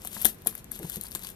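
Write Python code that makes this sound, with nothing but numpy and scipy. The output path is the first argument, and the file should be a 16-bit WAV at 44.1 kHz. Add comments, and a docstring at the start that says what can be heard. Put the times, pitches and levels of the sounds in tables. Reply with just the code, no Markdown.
"""Peeling shrink wrap off a box

Shrink wrap is peeled off a cardboard box, close to the left microphone in a small room.
The film buckles in snaps of shaped noise with a short added ring, and tears loose twice with a crack.
It slides with filtered hiss, sparse crinkles and pitched crackles; short noise tails give the room.
Tugs and fingers excite the hollow box's modes, a fingertip judders over it once, and soft thuds are low sines."""
import sys
import numpy as np
from scipy import signal
from scipy.fft import rfft, irfft, next_fast_len
from scipy.io import wavfile
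from scipy.ndimage import uniform_filter1d, map_coordinates

SR = 44100
rng = np.random.default_rng(int(sys.argv[2]) if len(sys.argv) > 2 else 0)


def wav_out(sig):
    """Save sig, one row per channel (or a flat mono array), as 16-bit PCM at SR to the path in sys.argv[1]."""
    wavfile.write(sys.argv[1], SR, np.round(np.clip(np.atleast_2d(sig).T, -1, 1) * 32767).astype(np.int16))


N = 59535  # length in samples

# Colour of the sliding film, for hiss, crinkles and crackles. Each row: frequency in Hz, level in dB.
FRICTION_COLOUR = [(200, -43), (700, -9), (1600, -14), (2700, -7.5), (3800, -7), (5000, -11), (7500, -6.5),
                   (10500, -2), (12500, 0), (14100, -3.5), (15000, -42)]

SNAP_RISE_S = 0.0001804  # onset time constant of snaps and pings


def amp(db):
    """Decibels to gain."""
    return 10 ** (np.asarray(db) / 20)


def unit(x):
    """Scaled to rms 1."""
    return x / np.sqrt(np.mean(x ** 2) + 1e-20)


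def norm(x):
    """Scaled to energy 1."""
    return x / (np.linalg.norm(x) + 1e-20)


def along(points, hz):
    """Values at hz, read between (Hz, value) points on a log frequency axis."""
    f, v = np.transpose(points)
    return np.interp(np.log(hz + 1), np.log(f), v)


def colour(x, points):
    """Causal minimum-phase filter with the given (Hz, dB) shape."""
    n = x.shape[-1]
    m = 2 * next_fast_len(n // 2 + 1024)
    log_gain = np.log(amp(along(points, np.fft.rfftfreq(m, 1 / SR))))
    # folding the cepstrum onto positive times makes the filter causal
    cepstrum = irfft(log_gain, m)
    cepstrum[1:m // 2] *= 2
    cepstrum[m // 2 + 1:] = 0
    response = np.exp(rfft(cepstrum))
    return irfft(rfft(x, m) * response, m)[..., :n]


def tinted(points):
    """A spectrum with random bumps and dips: every fold of film has a colour of its own."""
    tint_db = 2
    return [(hz, db + tint_db * rng.standard_normal()) for hz, db in points]


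def add(track, s, sound):
    """Mixes a sound into the track at time s."""
    part = track[max(0, round(s * SR)):][:len(sound)]
    part += sound[:len(part)]


def delay(x, s):
    """The same sound s seconds later."""
    return np.pad(x, (max(0, round(s * SR)), 0))[:N]


def wobble(rate):
    """A smooth random curve, rate knots a second."""
    return map_coordinates(rng.standard_normal(N), [np.arange(N) * rate / SR], mode="wrap")


def floor():
    """Low room rumble, nearly the same on both sides, and a faint hiss."""
    # The room's background. Each row: frequency in Hz, level in dB.
    floor_colour = [(25, -9), (45, 6), (110, -0.5), (220, 1.5), (280, -6.5), (400, -5.5), (600, -13.5),
                    (1200, -18), (2500, -22.5), (5000, -32), (12000, -36.5), (15000, -45)]
    # Stereo spread, side against mid. Each row: frequency in Hz, level in dB.
    side_colour = [(30, -11.5), (150, -17), (400, -2.5), (1500, -1), (8000, 5.5)]
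    floor_db = -51
    mid, side = unit(colour(rng.standard_normal((2, N)), floor_colour))
    side = colour(side, side_colour)
    return amp(floor_db) * np.array([mid + side, mid - side])


def ping(hz, t60):
    """A short decaying ring whose pitch is unsteady."""
    blur_hz = 435  # rms pitch drift
    t = np.arange(SR // 40) / SR
    drift = blur_hz * unit(uniform_filter1d(rng.standard_normal(len(t)), size=64))
    tone = np.sin(2 * np.pi * np.cumsum(hz + drift) / SR)
    rise = 1 - np.exp(-t / SNAP_RISE_S)
    return norm(amp(-60 * t / t60) * rise * tone)


def crackles(count=1800):
    """Larger creases among the crinkles give way at random, each with its own pitch and size."""
    per_s, spread_db, t60_s = 750, 3.5, .004
    centre_hz, spread_oct, top_hz = 9136, .55, 14138  # pitches at or above the top are left out
    out = np.zeros(N)
    gaps, sizes = rng.exponential(size=(2, count))
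    times = np.cumsum(gaps) / per_s
    pitches = centre_hz * 2 ** (spread_oct * rng.standard_normal(count))
    for s, size, hz in zip(times, np.minimum(sizes, 4), pitches):
        if hz < top_hz:
            level = amp(spread_db * size + along(FRICTION_COLOUR, hz))
            add(out, s, level * ping(hz, t60_s))
    return unit(out)


def slide():
    """Sliding film: a hiss of friction, a spray of tiny crinkles and pitched crackles, in uneven spurts."""
    # Film sliding over the box. Each row: time in seconds, level in dB before the catching wobble.
    slide_level = [(0, -53.5), (0.042, -46), (0.059, -39), (0.102, -46), (0.148, -36), (.205, -36.5),
                   (.24, -38.5), (.275, -30.5), (0.349, -56), (.45, -59.5), (.49, -39.5), (.54, -54.5),
                   (.59, -45.5), (.63, -63), (.708, -61), (.725, -43.5), (.76, -41.5), (.81, -48),
                   (.85, -43.5), (.89, -42), (0.921, -40.5), (0.948, -33.5), (0.996, -50), (1.045, -42),
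                   (1.10, -52), (1.14, -44), (1.174, -42.5), (1.21, -47), (1.25, -39.5), (1.288, -41),
                   (1.35, -59)]
    catch_db, catch_knots_per_s = 2, 160  # the sliding film catches and lets go
    hiss_db, crinkle_db, crackle_db = -3, -6.5, -7.5
    crinkles_per_s, crinkle_spread_db = 2400, 4

    stroke_db = np.interp(np.arange(N) / SR, *np.transpose(slide_level))
    level = amp(stroke_db + catch_db * wobble(catch_knots_per_s))
    hiss = unit(colour(rng.standard_normal(N), FRICTION_COLOUR))
    sizes = amp(crinkle_spread_db * np.minimum(rng.exponential(size=N), 4))
    grains = sizes * rng.choice([-1, 1], N) * (rng.random(N) < crinkles_per_s / SR)
    crinkles = unit(colour(grains, FRICTION_COLOUR))
    return level * (amp(hiss_db) * hiss + amp(crinkle_db) * crinkles + amp(crackle_db) * crackles())


def snaps():
    """Each buckle is a sub-millisecond crack, then a brief flutter of the sheet, with a short ring added."""
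    # Film snaps. Each row: start in seconds, level in dB, midrange body in dB, pitch in Hz of a short ring
    # added to the snap, ring in dB; the three levels are relative to the common ones below.
    snap_rows = [(0.0191, -38, 12.5, 4930, -7), (0.049, -24, 4, 10930, -10),
                 (0.054, -28, -11.5, 7840, -4.5), (0.0728, -22, 4.0, 9146, -0.5),
                 (0.1296, -40, 16.5, 3920.0, -17.5), (0.2158, -22.5, 0, 9130, -12),
                 (0.218, -19, 3.0, 10340, -7), (0.2229, -22.0, -6.5, 12830, 5.5),
                 (0.2317, -25.5, 6.5, 8940, -5), (0.2473, -10.5, -7.5, 10970, -7),
                 (0.2483, -9.5, -9.5, 3400, -5), (0.2521, -11, -4.5, 11970, 3), (0.2534, -1, 0, 12200, -3),
                 (0.254, -3.5, 1.5, 12150, -3.5), (0.2566, -17.5, -22, 13000, -12),
                 (0.2596, -15, -25.5, 13080, -5), (0.2624, -15, -27, 8754, 3.5),
                 (0.266, -11, -21, 8760, -15.5), (0.346, -42.5, 6, 13350.0, -4.5),
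                 (0.4199, -39, 4, 13400, -2), (0.4495, -37.5, -9.5, 4940, -20.5),
                 (0.4616, -32, 1, 7200, -4), (0.4664, -27.5, 7, 6980.0, -11.5),
                 (0.471, -12.5, 2, 11450, 5.5), (0.4723, -13.5, 3, 6475, -21),
                 (0.4736, -25.5, 14, 5086, -17.5), (0.479, -31.5, 8, 13350.0, -4.5),
                 (0.4809, -39, -8, 12790.0, -5.5), (0.51, -37.5, 8, 12600, -1),
                 (0.5264, -38.5, 4.0, 11800, -4.5), (0.542, -40.0, 3.5, 13350.0, -3.0),
                 (0.552, -25, -6, 13310, 2.5), (0.5517, -29.5, -1.5, 13440, 2),
                 (0.5778, -32.5, 5, 7600, -15.5), (0.5801, -33.5, -1, 3270, -21),
                 (0.644, -33.5, -0.5, 6335, -21), (0.714, -33, 4, 11190, -7),
                 (0.7172, -18.5, -15.5, 12500, -3), (0.7558, -31, -4.5, 12190.0, -2),
                 (0.7614, -33, 7, 11460.0, -1.5), (0.7719, -45.5, 2, 13310.0, -9.5),
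                 (0.7912, -27, 3.5, 10100, -9.5), (0.8307, -31.5, 11.5, 3206, -6.5),
                 (0.8984, -20, -1.5, 7600, -6.5), (0.9057, -31, 5, 11080, -4.5), (0.92, -29, -9, 3220, -7),
                 (0.959, -20.5, -3.5, 11920, -14), (0.9688, -29.5, 8, 6483, -2),
                 (1.0113, -22.5, -2, 3786, -13), (1.013, -26.0, -17.5, 13860, 1),
                 (1.0367, -26.5, -14, 9770, 2.5), (1.0541, -36, 12, 7680, -6),
                 (1.0677, -30.5, 0, 4430, -4.5), (1.0839, -36, 5.5, 10900.0, -0.5),
                 (1.1114, -28.5, -5, 13300, -14), (1.118, -28.5, 7.5, 8730, -6),
                 (1.1267, -33, 4, 11970.0, -7), (1.1504, -17, 5.5, 6900, -4.5), (1.1533, -23, 4, 4140, -19),
                 (1.158, -28.5, -9.5, 9170, 5.5), (1.1932, -31.5, 6, 3220, -13.5),
                 (1.2237, -35, 12, 3200, -9.5), (1.2341, -30, 3, 4220, -6.5), (1.2374, -28, 5, 12270, -5.0),
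                 (1.2479, -27.5, 9, 4967, -4), (1.2703, -28, 8.5, 3315, -11.0),
                 (1.2894, -32, 12.5, 8000, -12.0), (1.302, -32.0, 1, 13480.0, -0.5)]
    # The film's bright snap. Each row: frequency in Hz, level in dB before tinting.
    film_colour = [(300, -87), (2500, -24), (5000, -20.5), (7500, -9.5), (9500, -4.5), (11500, 3),
                   (13200, 1.5), (14300, -12), (16000, -31)]
    # The stretched sheet's midrange. Each row: frequency in Hz, level in dB before tinting.
    sheet_colour = [(150, -28), (600, -8.5), (1100, -6), (1700, -2.5), (2300, -5), (2750, -6.5),
                    (3400, 0.5), (5000, -8), (8000, -4), (15000, -21)]
    snap_db, flutter_db, body_common_db, ring_common_db = 14, -5.5, -12.5, -0.5
    flutter_t60_s, ring_t60_s = 0.02235, .012

    out, t = np.zeros(N), np.arange(SR // 40) / SR
    crack = norm(t * np.exp(-t / SNAP_RISE_S))
    flutter = norm(amp(-60 * t / flutter_t60_s))
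    for s, db, body_db, ring_hz, ring_db in snap_rows:
        crack_noise, flutter_noise, body_noise = rng.standard_normal((3, len(t)))
        fold_colour = tinted(film_colour)
        bright = norm(colour(crack_noise * crack, fold_colour))
        bright = bright + amp(flutter_db) * norm(colour(flutter_noise * flutter, fold_colour))
        body = norm(colour(body_noise * (crack + flutter), tinted(sheet_colour)))
        ring = amp(ring_common_db + ring_db) * ping(ring_hz, ring_t60_s)
        add(out, s, amp(db + snap_db) * (bright + amp(body_common_db + body_db) * body + ring))
    return out


def box_ring(centre_hz, width_oct):
    """The box's modes after one blow; those near the centre frequency are favoured."""
    # Modes of the hollow box. Each row: frequency in Hz, level in dB, 60 dB decay time in seconds.
    modes = [(171.7, 2.5, 0.044), (212.46, 6, 0.1053), (342.6, 1, 0.074), (407, -2, 0.0303),
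             (443.1, -3, 0.0725), (569.6, -2, 0.0217), (731.3, -4.5, 0.0291), (818.6, -7, 0.0217),
             (939.3, 0, 0.0264), (1066.2, -6, 0.0516), (1264, 4, 0.0077), (1634, 4, 0.021),
             (2114, 10, 0.00604)]
    t = np.arange(SR // 6) / SR
    hz, db, t60 = np.transpose(modes)[:, :, None]
    nearness = 1 / (1 + (np.log2(hz / centre_hz) / width_oct) ** 2)
    gain = amp(db + rng.normal(0, 1, hz.shape)) * nearness * rng.choice([-1, 1], hz.shape)
    ringing = gain * amp(-60 * t / t60) * np.sin(2 * np.pi * hz * t)
    return norm(np.sum(ringing, axis=0))


def knocks():
    """Tugs and fingers knock the box, each contact point exciting its own range of modes."""
    # Knocks. Each row: start in seconds, level in dB, centre in Hz and width in octaves of the modes excited.
    knock_rows = [(.049, -19, 726, 0.223), (0.1664, -13.5, 1060, 0.564), (.168, -21, 200, 0.36),
                  (.248, -10, 732, 0.23), (0.2501, -5, 203, 0.29), (.2535, -8.5, 374.7, 0.186),
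                  (0.254, -10.5, 774, 0.16), (0.2549, -7.5, 1628, 0.43), (.277, -29, 350, 0.43),
                  (0.4605, -12, 647, 0.306), (.4655, -15, 423, 0.79), (0.4727, -14.5, 489, 0.394),
                  (.5266, -28, 1170, 0.59), (0.5523, -23, 1780, 1), (0.718, -27, 1370, 0.61),
                  (.756, -20, 277, 0.49), (0.7983, -20.5, 640, 0.47), (.8445, -13, 396, 0.79),
                  (.848, -21.5, 790, 0.266), (.869, -22, 300, 0.69), (0.9683, -17, 465, 0.27),
                  (.977, -13.5, 302, 0.73), (1.046, -24.5, 1176, 0.39), (1.151, -17.5, 1163, 0.104),
                  (1.153, -19, 331, 0.28), (1.158, -22.5, 1480, 0.45), (1.247, -24.5, 1070, 0.223)]
    out = np.zeros(N)
    for s, db, centre_hz, width_oct in knock_rows:
        add(out, s, amp(db) * box_ring(centre_hz, width_oct))
    return out


def thuds():
    """Soft thuds as the hand pushes the box against the table: low sines that swell and die."""
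    # Thuds. Each row: start in seconds, level in dB, pitch in Hz.
    thud_rows = [(0.465, -40, 180.8), (.792, -39, 185), (0.8408, -27.5, 153.9), (.856, -41, 205.6),
                 (0.9658, -33, 177), (0.98, -47.5, 201), (1.146, -41.5, 178)]
    rise_s = 0.00288  # half the time to the peak
    out, t = np.zeros(N), np.arange(SR // 10) / SR
    swell = (t / rise_s) ** 2 * np.exp(-t / rise_s)
    for s, db, hz in thud_rows:
        add(out, s, amp(db) * swell / swell.max() * np.sin(2 * np.pi * hz * t))
    return out


def judder():
    """A fingertip sticks and slips over the box, slowing and uneven; each slip also rings the modes."""
    # One soft slip of the fingertip. Each row: frequency in Hz, level in dB.
    slip_colour = [(70, -22), (170, 3.5), (400, 4), (650, -10.5), (950, -17.5), (1300, -27), (4000, -47.5)]
    start_s, length_s, scatter_s = .800, 0.039, 0.000405
    start_hz, end_hz = 498.6, 240.8  # slips a second
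    level_db, spread_db, ring_db = -24, 2.95, -12.5

    out = np.zeros(N)
    ring = box_ring(centre_hz=338, width_oct=0.48)
    slip = norm(colour(signal.unit_impulse(len(ring)), slip_colour)) + amp(ring_db) * ring
    rate = np.linspace(start_hz, end_hz, int(length_s * SR))
    slips_so_far = np.floor(np.cumsum(rate) / SR)
    for i in np.flatnonzero(np.diff(slips_so_far, prepend=-1)):
        s = start_s + i / SR + scatter_s * rng.standard_normal()
        add(out, s, amp(level_db + rng.normal(0, spread_db)) * slip)
    return out


def room(x, count=12):
    """A short diffuse tail, each frequency dying at its own speed; random tails crossfade over time."""
    # Decay of the small room. Each row: frequency in Hz, 60 dB decay time in seconds.
    room_t60 = [(150, 0.264), (1000, 0.106), (5000, 0.074), (13000, 0.168)]
    room_db, gap_s = -13, .004
    hz, t, z = signal.stft(rng.standard_normal((count, SR // 3)), SR, nperseg=256)
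    decay = amp(-60 * t / along(room_t60, hz)[:, None])
    tails = signal.istft(z * decay, SR, nperseg=256)[1]
    position = np.linspace(0, count - 1, N)
    fades = np.maximum(0, 1 - abs(position - np.arange(count)[:, None]))
    wet = np.zeros(N)
    for fade, tail in zip(fades, tails):
        wet += signal.fftconvolve(x * np.sqrt(fade), norm(tail))[:N]
    return amp(room_db) * delay(wet, gap_s)


def scene():
    """The right microphone hears the film later and much duller; the box is near the middle."""
    # Film at the right microphone against the left. Each row: frequency in Hz, level in dB.
    right_colour = [(100, 20), (450, 6), (900, -4), (2000, 1), (3500, -0.5), (5500, -3), (8000, -9.5),
                    (11000, -19.5), (15000, -20.5)]
    film_lag_s, film_direct_db, film_room_db = .00015, -5, 7  # right microphone
    box_lag_s, box_right_db, box_room_db = .00008, -3, -0.5

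    film = slide() + snaps()
    box = knocks() + thuds() + judder()
    box = box + amp(box_room_db) * room(box)
    left = film + room(film) + box
    far_film = amp(film_direct_db) * delay(film, film_lag_s) + amp(film_room_db) * room(film)
    right = colour(far_film, right_colour) + amp(box_right_db) * delay(box, box_lag_s)
    return np.array([left, right]) + floor()


def record(dry):
    """Peaks beyond full scale clip; then everything from the band limit up is removed."""
    top_hz = 16000
    clipped = np.clip(dry, -1, 1)
    m = next_fast_len(N + SR // 4)
    kept = np.fft.rfftfreq(m, 1 / SR) < top_hz
    return irfft(rfft(clipped, m) * kept, m)[:, :N]


dry = scene()
out = record(dry)
wav_out(out)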